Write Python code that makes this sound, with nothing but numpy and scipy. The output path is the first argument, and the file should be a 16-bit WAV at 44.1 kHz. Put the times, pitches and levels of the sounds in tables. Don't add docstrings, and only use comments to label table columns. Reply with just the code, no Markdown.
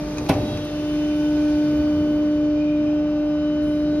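import sys
import numpy as np
from scipy import signal
from scipy.io import wavfile

SR = 44100
rng = np.random.default_rng(int(sys.argv[2]) if len(sys.argv) > 2 else 0)


def master_out(mix):
    frames = np.transpose(np.atleast_2d(mix))
    ceiling = np.clip(frames, -1, 1)
    pcm = np.round(ceiling * 32767).astype(np.int16)
    wavfile.write(sys.argv[1], SR, pcm)


N = 176400
TIME = np.arange(N) / SR

# time in seconds, rate in Hz.
PUMP_RATE = [(0,299.55),(.28,299.55),(.33,298.7),(.65,298.75),(.9,299.18),(3,299.16),(4,299.1)]
# time in seconds, level in dB.
HUM_LEVEL = [(0,-29),(.25,-30.5),(.4,-28.5),(.65,-32),(.8,-25.5),(.96,-22),(1.42,-18.5),(1.8,-19.5),(2.45,-19.5),(2.95,-20),(3.08,-21.5),(3.75,-21),(4,-20.5)]
OCTAVE_LEVEL = [(0,-33.5),(.25,-41.5),(.37,-31.5),(.68,-35),(1.2,-32.5),(1.8,-30.5),(2.9,-30),(4,-30)]
SWELLING_OVERTONES = { 3: [(0,-51.5),(.8,-56),(1.35,-48),(1.85,-51.5),(2.5,-59),(4,-56)],
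                      8: [(0,-56),(.6,-68),(.9,-61.5),(1.7,-54.5),(2.1,-62),(2.7,-59.5),(3.3,-61.5),(4,-62)],
                      5: [(0,-58),(.4,-57),(.7,-54),(1.25,-47),(1.7,-48),(2.65,-54),(4,-47.5)],
                      9: [(0,-63),(.55,-50),(.9,-54),(1.5,-58.5),(2.1,-64),(3,-54.5),(4,-62.5)],
                      10: [(0,-69),(.65,-52),(.88,-45.5),(1.1,-45.5),(1.5,-51.5),(1.95,-47.5),(2.65,-53),(3.3,-52),(3.5,-48),(4,-54)],
                      4: [(0,-54),(1.55,-60.5),(1.9,-51.5),(2.6,-58.5),(3.1,-52),(4,-57)],
                      17: [(0,-65),(1.55,-59),(2.2,-68.5),(2.9,-61),(4,-62)],
                      11: [(0,-78),(.55,-47),(.85,-63.5),(4,-65)],
                      13: [(0,-61.5),(.3,-54),(.53,-45),(.85,-66),(2.7,-61),(3.7,-56),(4,-52)],
                      14: [(0,-67),(.8,-58.5),(2.5,-71),(4,-59)],
                      16: [(0,-70),(1.2,-66.5),(1.65,-57.5),(2.6,-70.5),(4,-60.5)],
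                      12: [(0,-66),(.7,-52.5),(2,-57),(2.8,-65),(3.3,-70),(3.8,-62)],
                      15: [(0,-58),(.5,-56),(.9,-68),(1.8,-54),(2.4,-59.5),(3.2,-66),(4,-66.5)]}
# multiple of the pump rate, level in dB.
QUIET_OVERTONES = [(6,-65),(7,-64),(18,-73),(19,-65),(20,-65),(21,-62),(23,-69.5)]
# pitch in Hz, lead in radians.
LEFT_EAR_LEAD = [(300,0.17),(600,0.3),(900,0.5),(1500,0.5),(2400,0.76),(2700,1.3),(3000,1.97),(4500,1.75),(4800,2.5),(5100,4.5),(5800,2)]

# start in seconds, relative level in dB.
CONTACTS = [(0.2883,-6),(0.2921,-1.5),(0.2955,-2.5)]
BOUNCES = [(0.3136,-10.5),(0.333,-14),(0.364,-12),(.381,-14)]
TICKS = [(0.172,-8),(.1828,-1),(0.264,-9),(0.3395,-7),(0.573,-8.5)]
# pitch in Hz, relative level in dB, seconds to fade by 60 dB.
KNOCK_TONES = [(157,0.5,0.061),(279.6,-1,0.11),(650,-2.5,0.039),(777,-3.5,0.033),(1110,-26,0.017)]
FRAME_TONES = [(93.1,-5,0.76),(117,-7.5,.9),(268,-10,0.25),(295.6,-2,0.45),(408.5,-3,0.2),(512,-8.5,0.3),(652,-9.5,0.27),(732,-10,0.32),(774,-9.5,0.32),(834,-14.5,0.32),(991,-11,0.26),(1116,-14.5,0.25),(1466,-8,0.11),(2250,-12.5,0.1),(2620,-10,0.13)]
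TICK_TONES = [(2480,-27,.035),(4050,-30,.018),(6100,-29,.018)]
# frequency in Hz, seconds to fade by 60 dB.
BOOM_FADE = [(90,1),(300,1),(800,0.88),(2500,0.2),(10000,0.18)]
# delay after the blow in seconds, level in dB.
ECHOES = [(.09,-20),(.215,-25)]

# pitch in Hz, level in dB.
MOTOR_TONES = [(49.8,-45.5),(69.5,-47.5),(149.5,-42),(172,-48.5),(448.7,-57),(648,-62),(748,-60.5),(1172,-62.5)]
# middle in seconds, length in seconds, pitch in Hz, level in dB.
DRONES = [(1.712,0.14,138.1,-33.5),(1.78,0.13,229.5,-36.5),(1.976,0.2,87.6,-31),(2.012,0.21,175.8,-34.5)]
# pitch in Hz, relative level in dB.
SIZZLE_TONES = [(2340,-6.5),(2445,-1),(2860,-10),(3120,-5),(3680,-8.5)]
# start in seconds, length in seconds, level in dB.
SWISHES = [(0.648,.014,-43),(3.61,.3,-56.5)]
# time in seconds, level in dB.
RUMBLE_LEVEL = [(0,-32),(.15,-33),(.21,-27),(.27,-31),(.6,-33.5),(1.1,-34),(1.6,-34),(1.95,-32.5),(2.7,-35.5),(4,-34)]
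HISS_LEVEL = [(0,-41.5),(.5,-40.5),(1,-42),(1.5,-41.5),(2,-44.5),(2.6,-48),(3.3,-49),(4,-46)]
SIZZLE_LEVEL = [(0,-62),(.7,-64),(.9,-55),(1.35,-55),(2.3,-62.5),(2.7,-51),(3.15,-61.5),(4,-67)]
WHISTLE_LEVEL = [(0,-83),(1.3,-77),(1.9,-68),(2.4,-72.5),(3.7,-70.5),(4,-72.5)]

# frequency in Hz, relative strength in dB.
CRACK_COLOUR = [(300,-20),(700,16.5),(1500,-3.5),(2600,-1.5),(4000,0.5),(6200,-4),(9000,-6.5),(12000,-14),(16000,-19)]
BOOM_COLOUR = [(40,-22),(90,-1),(280,-1.5),(450,-6.5),(750,-6.5),(1200,-23),(2500,-8.5),(5000,-35),(12000,-46)]
ECHO_COLOUR = [(45,-24),(70,-13),(100,3),(160,-9),(290,-5),(450,-18.5),(900,-30),(3000,-63)]
TICK_COLOUR = [(700,8),(1500,2),(2600,0.5),(4200,-13),(6200,10),(9000,-16),(14000,-26)]
RUMBLE_COLOUR = [(28,-30),(36,-13),(48,-6.5),(65,4),(95,-3),(170,-1),(260,-1),(380,-3),(520,-12),(760,-12.5),(1050,-19),(1600,-25),(3000,-58)]
HISS_COLOUR = [(500,-7),(1200,4.5),(2000,0),(2700,0),(4000,-3.5),(6200,-0.5),(9000,-14),(12000,-18.5),(14000,-36),(16000,-26)]
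# frequency in Hz, likeness (1 means the same).
EAR_LIKENESS = [(60,.9999),(130,1),(250,1),(500,0.83),(1000,0.59),(2000,0.83),(4000,0.01),(9000,0.86),(13000,0.48)]

BLOW_START_S, STRIKE_RISE_S = 0.296, 0.00071
LEFT_VS_RIGHT = np.array([[1], [-1]])


def pump():
    phase = pump_phase() + 0.025 * drift(40)

    def harmonic(multiple):
        lead = at_hz(LEFT_EAR_LEAD, multiple * PUMP_RATE[0][1]) * LEFT_VS_RIGHT / 2
        shift = rng.uniform(0, 2 * np.pi) + 0.28 * drift(0.99)
        return np.sqrt(2) * np.cos(multiple * phase + lead + (multiple > 2) * shift)

    hum = from_db(in_time(HUM_LEVEL)) * harmonic(1)
    hum += from_db(in_time(OCTAVE_LEVEL) + 0.6 * LEFT_VS_RIGHT) * harmonic(1.9993)
    levels = [(multiple, in_time(rows)) for multiple, rows in SWELLING_OVERTONES.items()]
    levels += [(multiple, db + 0.13 * hiss_swing()) for multiple, db in QUIET_OVERTONES]
    for multiple, db in levels:
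        flutter_db = 1.5 * drift(25) + 0.7 * np.array([drift(2.6), drift(2)])
        hum += from_db(db + flutter_db) * harmonic(multiple)
    return hum


def clank():
    touches = 0
    for start, db in CONTACTS:
        snap = decay(start, fade_s=0.022, rise_s=0.00036)
        tail = from_db(-17) * decay(start, fade_s=0.19, rise_s=0.005)
        touches += from_db(db - 15) * (snap + tail)
    knocks = struck(KNOCK_TONES, BLOW_START_S)
    knocks += sum(from_db(db) * struck(KNOCK_TONES, start) for start, db in BOUNCES)
    frame = struck(FRAME_TONES, BLOW_START_S)
    boom = noise(BOOM_COLOUR, lambda hz: decay(BLOW_START_S, at_hz(BOOM_FADE, hz), rise_s=0.0042))
    crack = noise(CRACK_COLOUR, lambda hz: touches)
    return crack + from_db(-9.5) * knocks + from_db(-17.5) * frame + from_db(-23) * boom


def hall_echo():
    swells = sum(from_db(db) * decay(BLOW_START_S + delay, fade_s=0.38, rise_s=0.011)
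                 for delay, db in ECHOES)
    return noise(ECHO_COLOUR, lambda hz: swells)


def ticks():
    bursts = ringing = 0
    for start, db in TICKS:
        snap = decay(start, fade_s=0.017, rise_s=0.00025)
        tail = from_db(-17) * decay(start, fade_s=0.14, rise_s=0.003)
        bursts += from_db(db - 20) * (snap + tail)
        ringing += from_db(db) * struck(TICK_TONES, start)
    return noise(TICK_COLOUR, lambda hz: bursts) + ringing


def motor():
    tones = 0
    for hz, db in MOTOR_TONES:
        gain = from_db(db + 0.5 * drift(2.7))
        shift = 0.22 * drift(0.61) + rng.uniform(0, 2 * np.pi)
        tones += gain * np.cos(2 * np.pi * hz * TIME + shift)
    rumble = noise(RUMBLE_COLOUR, lambda hz: from_db(in_time(RUMBLE_LEVEL) + 1.6 * drift(1.6)))
    return np.sqrt(2) * tones + rumble


def drones():
    tones = 0
    for middle, length, hz, db in DRONES:
        swell = in_time([(middle - length / 2, 0), (middle, 1), (middle + length / 2, 0)])
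        tones += from_db(db) * swell * np.sin(2 * np.pi * hz * TIME)
    return np.sqrt(2) * tones


def oil_hiss():
    level_db = in_time(HISS_LEVEL)
    tilt_db = 0.51 * hiss_swing()
    hiss = noise(HISS_COLOUR,
                 lambda hz: from_db(level_db + tilt_db * np.log2(hz / 3000) + 0.91 * drift(6)))
    return hiss * (1 + 0.19 * np.cos(pump_phase()))


def oil_sizzle(width_hz=28):
    sizzle = 0
    for hz, db in SIZZLE_TONES:
        gain = from_db(db + 3.5 * drift(10))
        phase = 2 * np.pi * hz * TIME
        ears = [drift(width_hz) * np.cos(phase) + drift(width_hz) * np.sin(phase) for ear in (0, 1)]
        sizzle += gain * np.array(ears)
    return from_db(in_time(SIZZLE_LEVEL)) * sizzle


def swishes():
    air = rms_one(band_pass(rng.standard_normal((2, N)), 8000, 11500))
    return air * sum(from_db(db) * in_time([(start, 0), (start + length / 10, 1), (start + length, 0)])
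                     for start, length, db in SWISHES)


def whistle(pitch_hz=12016):
    level_db = in_time(WHISTLE_LEVEL)
    phase = 2 * np.pi * pitch_hz * TIME
    ears = [from_db(level_db + drift(8)) * np.cos(phase + 2 * drift(8)) for ear in (0, 1)]
    return np.sqrt(2) * np.array(ears)


def pump_phase():
    return 2 * np.pi * np.cumsum(in_time(PUMP_RATE)) / SR


def hiss_swing():
    level_db = in_time(HISS_LEVEL)
    return level_db - level_db.mean()


def struck(tones, start):
    ringing = 0
    for k, (hz, db, fade_s) in enumerate(tones):
        gain = from_db(db) * decay(start, fade_s, STRIKE_RISE_S)
        ringing += (-1) ** k * gain * np.sin(2 * np.pi * hz * (TIME - start))
    return ringing


def decay(start, fade_s, rise_s):
    age = np.maximum(TIME - start, 0)
    fall = np.minimum(np.log(1000) * age / fade_s, 10 * np.pi)
    return (1 - np.exp(-age / rise_s)) * np.exp(-fall)


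def noise(colour, envelope):
    edges = np.geomspace(28, 16500, 25)
    white = rng.standard_normal((2, 2, N))
    bands = power = 0
    for k, (low, high) in enumerate(zip(edges, edges[1:])):
        hz = np.sqrt(low * high)
        shared, opposed = from_db(at_hz(colour, hz)) * band_pass(white[k % 2], low, high)
        alike = at_hz(EAR_LIKENESS, hz)
        stereo = np.sqrt(1 + alike) * shared + np.sqrt(1 - alike) * opposed * LEFT_VS_RIGHT
        bands += envelope(hz) * stereo
        power += np.mean(shared ** 2)
    return bands / np.sqrt(2 * power)


def band_pass(x, low_hz, high_hz):
    return signal.sosfilt(signal.butter(2, [low_hz, high_hz], "band", fs=SR, output="sos"), x)


def drift(rate_hz):
    step = 100
    memory = np.exp(-2 * np.pi * rate_hz * step / SR)
    kicks = rng.standard_normal(N // step + 1002)
    slow = signal.lfilter([1], [1, -2 * memory, memory ** 2], kicks)[1000:]
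    return np.interp(np.arange(N) / step, np.arange(len(slow)), rms_one(slow - slow.mean()))


def from_db(db):
    return 10 ** (np.asarray(db) / 20)


def rms_one(x):
    return x / np.sqrt(np.mean(x ** 2) + 1e-20)


def in_time(rows):
    return np.interp(TIME, *np.transpose(rows))


def at_hz(rows, hz):
    frequencies, values = np.transpose(rows)
    return np.interp(np.log(hz), np.log(frequencies), values)


def from_left(x, lag_s=8e-5):
    return np.array([x[0], np.interp(TIME - lag_s, TIME, x[1])])


def scene():
    machine = pump() + motor() + drones()
    left_side = from_left(oil_hiss() + swishes() + ticks())
    return machine + left_side + oil_sizzle() + whistle() + clank() + hall_echo()


def record(dry, dip_hz=7575, cutoff_hz=15800):
    dipped = signal.lfilter(*signal.iirnotch(dip_hz, Q=2, fs=SR), dry)
    clipped = np.clip(dipped, -0.9, 0.9)
    return signal.sosfilt(signal.cheby2(12, 70, cutoff_hz, fs=SR, output="sos"), clipped)


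dry = scene()
out = record(dry)
master_out(out)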